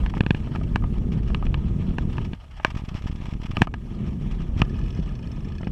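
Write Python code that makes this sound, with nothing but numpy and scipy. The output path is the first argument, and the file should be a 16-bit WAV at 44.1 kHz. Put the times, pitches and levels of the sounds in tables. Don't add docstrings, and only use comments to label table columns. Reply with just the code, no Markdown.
import sys
import numpy as np
from scipy import signal
from scipy.io import wavfile
from scipy.ndimage import uniform_filter1d

SR = 44100
rng = np.random.default_rng(int(sys.argv[2]) if len(sys.argv) > 2 else 0)


def store_wav(level_fs):
    pcm = np.round(np.clip(np.atleast_2d(level_fs), -1, 1) * 32767)
    wavfile.write(sys.argv[1], SR, pcm.T.astype(np.int16))


N = 251811

# time in seconds, slow buffeting in dB, eddy stream in dB, road buzz as heard in dB.
RIDE_LEVELS = [(0.0, -16.5, -31, -44.5), (0.19, -28.5, -31, -57.5), (0.3, -27, -53, -52.5),
               (0.38, -26.5, -30.5, -51), (0.86, -24.5, -27, -54), (1.52, -22, -28.5, -54),
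               (2.18, -25, -28, -51), (2.331, -26.5, -33.5, -54), (2.37, -39, -74, -59),
               (2.62, -37.5, -67, -55), (2.66, -41, -38.5, -54.5), (3.52, -33.5, -42, -56.5),
               (3.6, -31, -24, -44.5), (3.66, -33.5, -39, -66.5), (3.86, -32.5, -32, -55.5),
               (4.18, -31, -29, -52.5), (4.61, -22.5, -33.5, -53.5), (4.7, -27, -30.5, -51.5),
               (5.71, -29, -34, -56.5)]
# time in seconds, level in dB, push or pull on the port.
STRONG_EDDIES = [(2.682, -21, "pull"), (2.698, -27, "pull"), (2.72, -23, "push"), (2.745, -18, "push"),
                 (2.764, -13, "push"), (2.796, -23, "pull"), (2.821, -19.5, "push"), (2.839, -18.5, "push"),
                 (2.885, -18, "push"), (2.915, -27, "pull"), (2.933, -28, "pull"), (2.951, -13.5, "push"),
                 (2.98, -28, "pull"), (3.015, -22, "push"), (3.042, -19, "pull"), (3.06, -13, "push"),
                 (3.099, -16.5, "push"), (3.108, -19, "pull"), (3.128, -19, "push"), (3.153, -20, "pull"),
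                 (3.19, -26, "push"), (3.204, -19, "pull"), (3.223, -20.5, "push"), (3.25, -22, "pull"),
                 (3.286, -16, "push"), (3.328, -16, "pull"), (3.343, -20, "pull"), (3.354, -18.5, "push"),
                 (3.401, -18.5, "push"), (3.427, -19.5, "pull"), (3.452, -18, "push"),
                 (3.497, -18.5, "push"), (3.506, -14.5, "push"), (3.536, -17, "pull"), (3.607, -23, "push"),
                 (4.075, -16.5, "push"), (4.083, -16, "pull"), (4.566, -13, "push"), (4.601, -9, "push")]
# centre in Hz, nominal width in Hz, level in dB.
MEMBRANE_MODES = [(105.3, 155, -1.5), (149.2, 72, 0), (198.3, 80, -1), (319, 115, -6)]
# centre in Hz, width in Hz, level in dB.
HOUSING_MODES = [(634, 116, 8), (924, 202, 9), (1242, 95, 10.5), (1678, 265, 3), (2380, 677, 2.5),
                 (2980, 322, 4.5), (3355, 233, 1.5), (4170, 700, -7.5), (5570, 550, -7.5),
                 (7960, 510, -15.5), (10600, 1700, -34)]
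# start in seconds, level in dB, time scale in seconds.
MOUNT_SHAKES = [(0.095, -36.5, 0.012), (0.143, -42, 0.038), (0.36, -44.5, 0.03), (0.546, -44, 0.031),
                (1.115, -41, 0.032), (1.271, -43, 0.029), (2.128, -39, 0.0096), (2.24, -43.5, 0.036),
                (2.346, -50, 0.01), (2.438, -54, 0.013), (2.506, -47.5, 0.017), (2.56, -47, 0.033),
                (2.659, -41.5, 0.034), (2.7, -37.5, 0.016), (2.747, -40, 0.016), (2.765, -36.5, 0.028),
                (2.796, -44, 0.018), (2.846, -41.5, 0.017), (2.884, -42.5, 0.019), (2.941, -40.5, 0.011),
                (2.948, -37.5, 0.036), (2.985, -45, 0.023), (3.034, -46.5, 0.027), (3.064, -36.5, 0.027),
                (3.109, -43, 0.023), (3.155, -45, 0.016), (3.212, -47, 0.012), (3.225, -48, 0.011),
                (3.25, -40, 0.033), (3.288, -44, 0.011), (3.301, -45.5, 0.037), (3.414, -41, 0.011),
                (3.428, -40, 0.022), (3.4544, -35.5, 0.016), (3.491, -49, 0.01), (3.506, -40, 0.021),
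                (3.608, -35, 0.04), (4.059, -44, 0.032), (4.308, -40, 0.022), (4.415, -43, 0.015),
                (4.567, -38, 0.064)]
# time in seconds, knock strength in dB, thump strength in dB,
# spot struck.
HOUSING_KNOCKS = [(0.061, -23.5, -20, "corner"), (0.137, -24.5, -34, "back"), (0.168, -34, -14, "side"),
                  (0.206, -14.5, -2.5, "lid"), (0.234, -41, -16.5, "tip"), (0.263, -19.5, -8.5, "lid"),
                  (0.306, -12.5, -1.5, "lid"), (0.346, -25, -12, "lid"), (0.47, -36.5, -20, "back"),
                  (0.548, -34, -39, "back"), (0.558, -23.5, -28, "side"), (0.57, -51, -38, "tip"),
                  (0.611, -36, -22.5, "back"), (0.758, -13, -10, "corner"), (0.82, -39, -44, "back"),
                  (0.838, -25.5, -35, "back"), (1.3, -35.5, -22, "back"), (1.3457, -18.5, -36, "tip"),
                  (1.424, -27, -23, "back"), (1.465, -37, -17, "tip"), (1.542, -20, -20, "tip"),
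                  (1.983, -20.5, -10.5, "corner"), (2.181, -21.5, -17.5, "side"), (2.332, -27, -19, "lid"),
                  (2.597, -29, -32, "back"), (2.647, -4.5, -17.5, "corner"), (3.568, -15, -15.5, "rim"),
                  (3.618, -5, 1, "corner"), (3.671, -22, -22, "back"), (3.739, -23, -18, "corner"),
                  (4.603, -37.5, -44, "back"), (4.617, -9, -2.5, "rim"), (5.194, -48, -23, "side"),
                  (5.304, -48, -32, "side"), (5.607, -41, -22, "back"), (5.63, -34, -19, "side"),
                  (5.67, -25.5, -11.5, "side")]
GROUP_EDGES_HZ = (1100, 1450, 2100, 3200, 4900, 6500, 14000)
SPOT_LEVELS = {"lid": (-13.5, -12, -2, -4.5, -9, -27, -30),
               "corner": (-6.5, -11.5, 0.5, -7, -14, -9.5, -11), "back": (-3, -1.5, -7, -14, -34, -38, -38),
               "rim": (-7, 2.5, -6, -7.5, -12, -11, -21), "side": (-4.5, -5.5, -2.5, -9.5, -21, -31, -31),
               "tip": (-10, -6.5, -3.5, -2.5, -5.5, -19, -26)}
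# centre in Hz, width in Hz, level in dB.
BRACKET_AND_PANEL_MODES = [(1078, 26, 24), (333, 165, 24.5), (2290, 19, 21)]
# time in seconds, teeth passed so far.
TEETH_PASSED = [(4.6488, 0), (4.741, 2), (4.837, 6), (4.9704, 12), (4.996, 13), (5.1522, 18), (5.2265, 20),
                (5.4048, 24), (5.486, 26), (5.5202, 27), (5.7055, 33)]
# centre in Hz, width in Hz, level in dB.
HUB_MODES = [(1720, 75, 6.5), (2517, 72, 8.5), (2960, 140, 1), (3370, 130, -1), (4400, 120, -5),
             (5190, 100, -5), (5360, 96, 2.5), (6030, 78, -3), (7700, 300, -13)]

STREAM_HZ, BROKEN_HZ, BROKEN_S = 417.3, 39.6, (2.4, 3.65)
FAINT_COUNT, ROUGH_UNTIL_S, FAINT_S = 14, 3.6, 0.011
FAINT_DB, FAINT_SPREAD_DB = -43.5, 2
SKIP_S, SKIP_DB = 0.00039, -1.5
TICK_DRIVE_DB, TICK_SPREAD_DB, MODE_SPREAD_DB = -19.5, 1.5, 2.5
SLOW_TICK_DB = 1
SCRAPE_S = 0.004
TOP_HZ = 15100


def undb(db):
    return 10 ** (np.asarray(db) / 20)


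def unit(x):
    return x / np.sqrt(np.mean(x ** 2))


def curve(s, value):
    return np.interp(np.arange(N) / SR, s, value)


def resonance(x, hz, width_hz):
    b, a = signal.iirpeak(hz, hz / width_hz, fs=SR)
    return signal.lfilter(b, a, x)


def ring(x, modes):
    total = 0
    for k, (hz, width_hz, db) in enumerate(modes):
        total = total + (-1) ** k * undb(db) * resonance(x, hz, width_hz)
    return total


def impulses(s, size):
    x = np.zeros(N)
    index = np.clip((np.asarray(s) * SR).astype(int), 0, N - 1)
    np.add.at(x, index, size)
    return x


def fade(x, s):
    return signal.lfilter([1], [1, -np.exp(-1 / (s * SR))], x)


def walk(rate):
    hold = int(SR / rate)
    steps = np.repeat(rng.standard_normal(N // hold + 1), hold)
    return unit(uniform_filter1d(steps, hold)[:N])


def eddy(spikes, width_s, point_db):
    t = np.arange(-600, 601) / SR
    rounded = np.exp(-(t / width_s) ** 2 / 2)
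    point = np.exp(-np.abs(t) / (1.19 * width_s))
    return signal.fftconvolve(spikes, rounded + undb(point_db) * point, "same")


def wind(buffet_db, eddy_db):
    buffet = resonance(resonance(rng.standard_normal(N), 36.1, 36.8), 37.0, 84.0)

    t = np.arange(N) / SR
    broken = abs(t - np.mean(BROKEN_S)) < np.ptp(BROKEN_S) / 2
    rate = np.where(broken, BROKEN_HZ, STREAM_HZ)
    arrival, side, strength = rng.random((3, N))
    size = np.sign(side - .5) * undb(-2 * np.log(1 - strength))
    spikes = (arrival < rate / SR) * size / np.sqrt(rate)
    push = eddy(spikes, width_s=0.0007, point_db=11.5)

    stream = 0
    for hz, width_hz, db in MEMBRANE_MODES:
        rocked = resonance(resonance(push, hz, 2 * width_hz), hz, width_hz)
        stream = stream + undb(db + 1.5 * walk(12)) * rocked
    stream = unit(stream) * undb(1.07 * walk(22))

    s, db = np.transpose([row[:2] for row in STRONG_EDDIES])
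    sign = np.array([1 if row[2] == "push" else -1 for row in STRONG_EDDIES])
    pops = eddy(impulses(s, undb(db - 3.5) * sign), width_s=0.0011, point_db=-3)
    return undb(buffet_db) * unit(buffet) + undb(eddy_db) * stream + pops


def shake_envelope():
    chance = rng.random((FAINT_COUNT, 2))
    faint = [(ROUGH_UNTIL_S * a, FAINT_DB + FAINT_SPREAD_DB * (2 * b - 1), FAINT_S) for a, b in chance]
    envelope = np.zeros(N)
    for s, db, scale_s in MOUNT_SHAKES + faint:
        u = (np.arange(N) / SR - s) / max(scale_s, .005)
        envelope += undb(db) * np.clip(np.minimum(3 * u, 0.77 * (1.3 - u)), 0, 1)
    return envelope


def road(buzz_db):
    shakes = shake_envelope()
    grit = rng.standard_normal((2, N)) * undb(2.6 * rng.standard_normal((2, N)))

    buzz = 0
    for k, mode in enumerate(HOUSING_MODES):
        buzz = buzz + (-1) ** k * undb(1.82 * walk(60)) * ring(grit[0], [mode])
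    uneven = undb(2 * walk(120) + 2 * walk(25))

    hiss_gain = undb(-63.5 + 0.49 * (buzz_db + 54)) * undb(1.3 * walk(30))
    hiss = hiss_gain * resonance(rng.standard_normal(N), 7000, 9200)

    grains = undb(np.minimum(2.5 * rng.exponential(size=N), 9))
    crackle = grit[1] * grains * undb(2 * walk(400))
    b, a = signal.butter(1, 1200, "high", fs=SR)
    body = signal.lfilter(b, a, ring(crackle, HOUSING_MODES))
    bright = undb(-11.5) * ring(crackle, [(5230, 340, 0), (7900, 1000, -16.5)])
    air = undb(-27.0) * resonance(crackle, 9700, 6000)
    rattle = unit(body + bright + air)
    return undb(buzz_db) * uneven * unit(buzz) + hiss + shakes * rattle


def knocks():
    s, knock_db, thump_db = np.transpose([row[:3] for row in HOUSING_KNOCKS])
    s = s + .001
    group_db = knock_db + np.transpose([SPOT_LEVELS[row[3]] for row in HOUSING_KNOCKS])
    skip = undb(SKIP_DB) * np.array([row[3] == "rim" for row in HOUSING_KNOCKS])
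    group = np.searchsorted(GROUP_EDGES_HZ, np.array(HOUSING_MODES)[:, 0])
    hard = np.clip((knock_db + 34.0) / 14, 0, 1)
    bounce = np.clip((thump_db - knock_db - 2.5) / 14, 0, .8)

    housing = 0
    for k, db in enumerate(group_db):
        size = undb(db + 26.0)
        blow = impulses(s, hard * size)
        skipped = impulses(s + SKIP_S, skip * hard * size)
        bounced = impulses(s + 0.001163, bounce * hard * size)
        chatter = undb(-40.0) * fade(fade(impulses(s, (1.15 - hard) * size), 0.00046), 0.0024)
        tail = undb(-63.5) * fade(fade(impulses(s, (1.6 - hard) * size), 0.00035), 0.0096)
        force = blow + skipped + bounced + (chatter + tail) * rng.standard_normal(N)
        b, a = signal.butter(2, 1.53 * GROUP_EDGES_HZ[k], fs=SR)
        force = signal.lfilter(b, a, force)
        housing = housing + ring(force, [mode for mode, g in zip(HOUSING_MODES, group) if g == k])

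    free = np.clip(1 - 7.2 * bounce, 0, 1)
    bracket_and_panel = ring(impulses(s, free * hard * undb(knock_db)), BRACKET_AND_PANEL_MODES)
    jolt = fade(fade(impulses(s, undb(thump_db)), 0.00013), 0.00098)
    thump = undb(-7.5) * resonance(jolt, 149.4, 125)
    return housing + bracket_and_panel + thump


def freewheel():
    at, teeth = np.transpose(TEETH_PASSED)
    s = np.interp(np.arange(teeth[-1]), teeth, at)
    gap = np.gradient(s)
    db = TICK_DRIVE_DB + SLOW_TICK_DB * np.log2(gap / np.mean(gap))
    db = db + TICK_SPREAD_DB * rng.standard_normal(len(s))
    scatter_db = MODE_SPREAD_DB * rng.standard_normal((len(s), len(HUB_MODES)))
    scrape = rng.standard_normal(N)

    ticks = 0
    for k, mode in enumerate(HUB_MODES):
        drop = impulses(s, undb(db + scatter_db[:, k]))
        force = drop + undb(-15) * fade(drop, SCRAPE_S) * scrape
        ticks = ticks + resonance(ring(force, [mode]), mode[0], mode[0] / 6)
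    return ticks


def scene():
    s, *columns = np.transpose(RIDE_LEVELS)
    buffet_db, eddy_db, buzz_db = (curve(s, column) for column in columns)
    mix = wind(buffet_db, eddy_db) + road(buzz_db) + knocks() + freewheel()
    return mix[None]


def record(dry):
    b, a = signal.butter(1, 6000, fs=SR)
    wall = signal.lfilter(b, a, dry)
    b, a = signal.butter(1, 24, "high", fs=SR)
    capsule = signal.lfilter(b, a, wall)
    band_limit = signal.ellip(8, .2, 70, TOP_HZ, fs=SR, output="sos")
    return signal.sosfilt(band_limit, np.clip(capsule, -1, 1))


dry = scene()
out = record(dry)
store_wav(out)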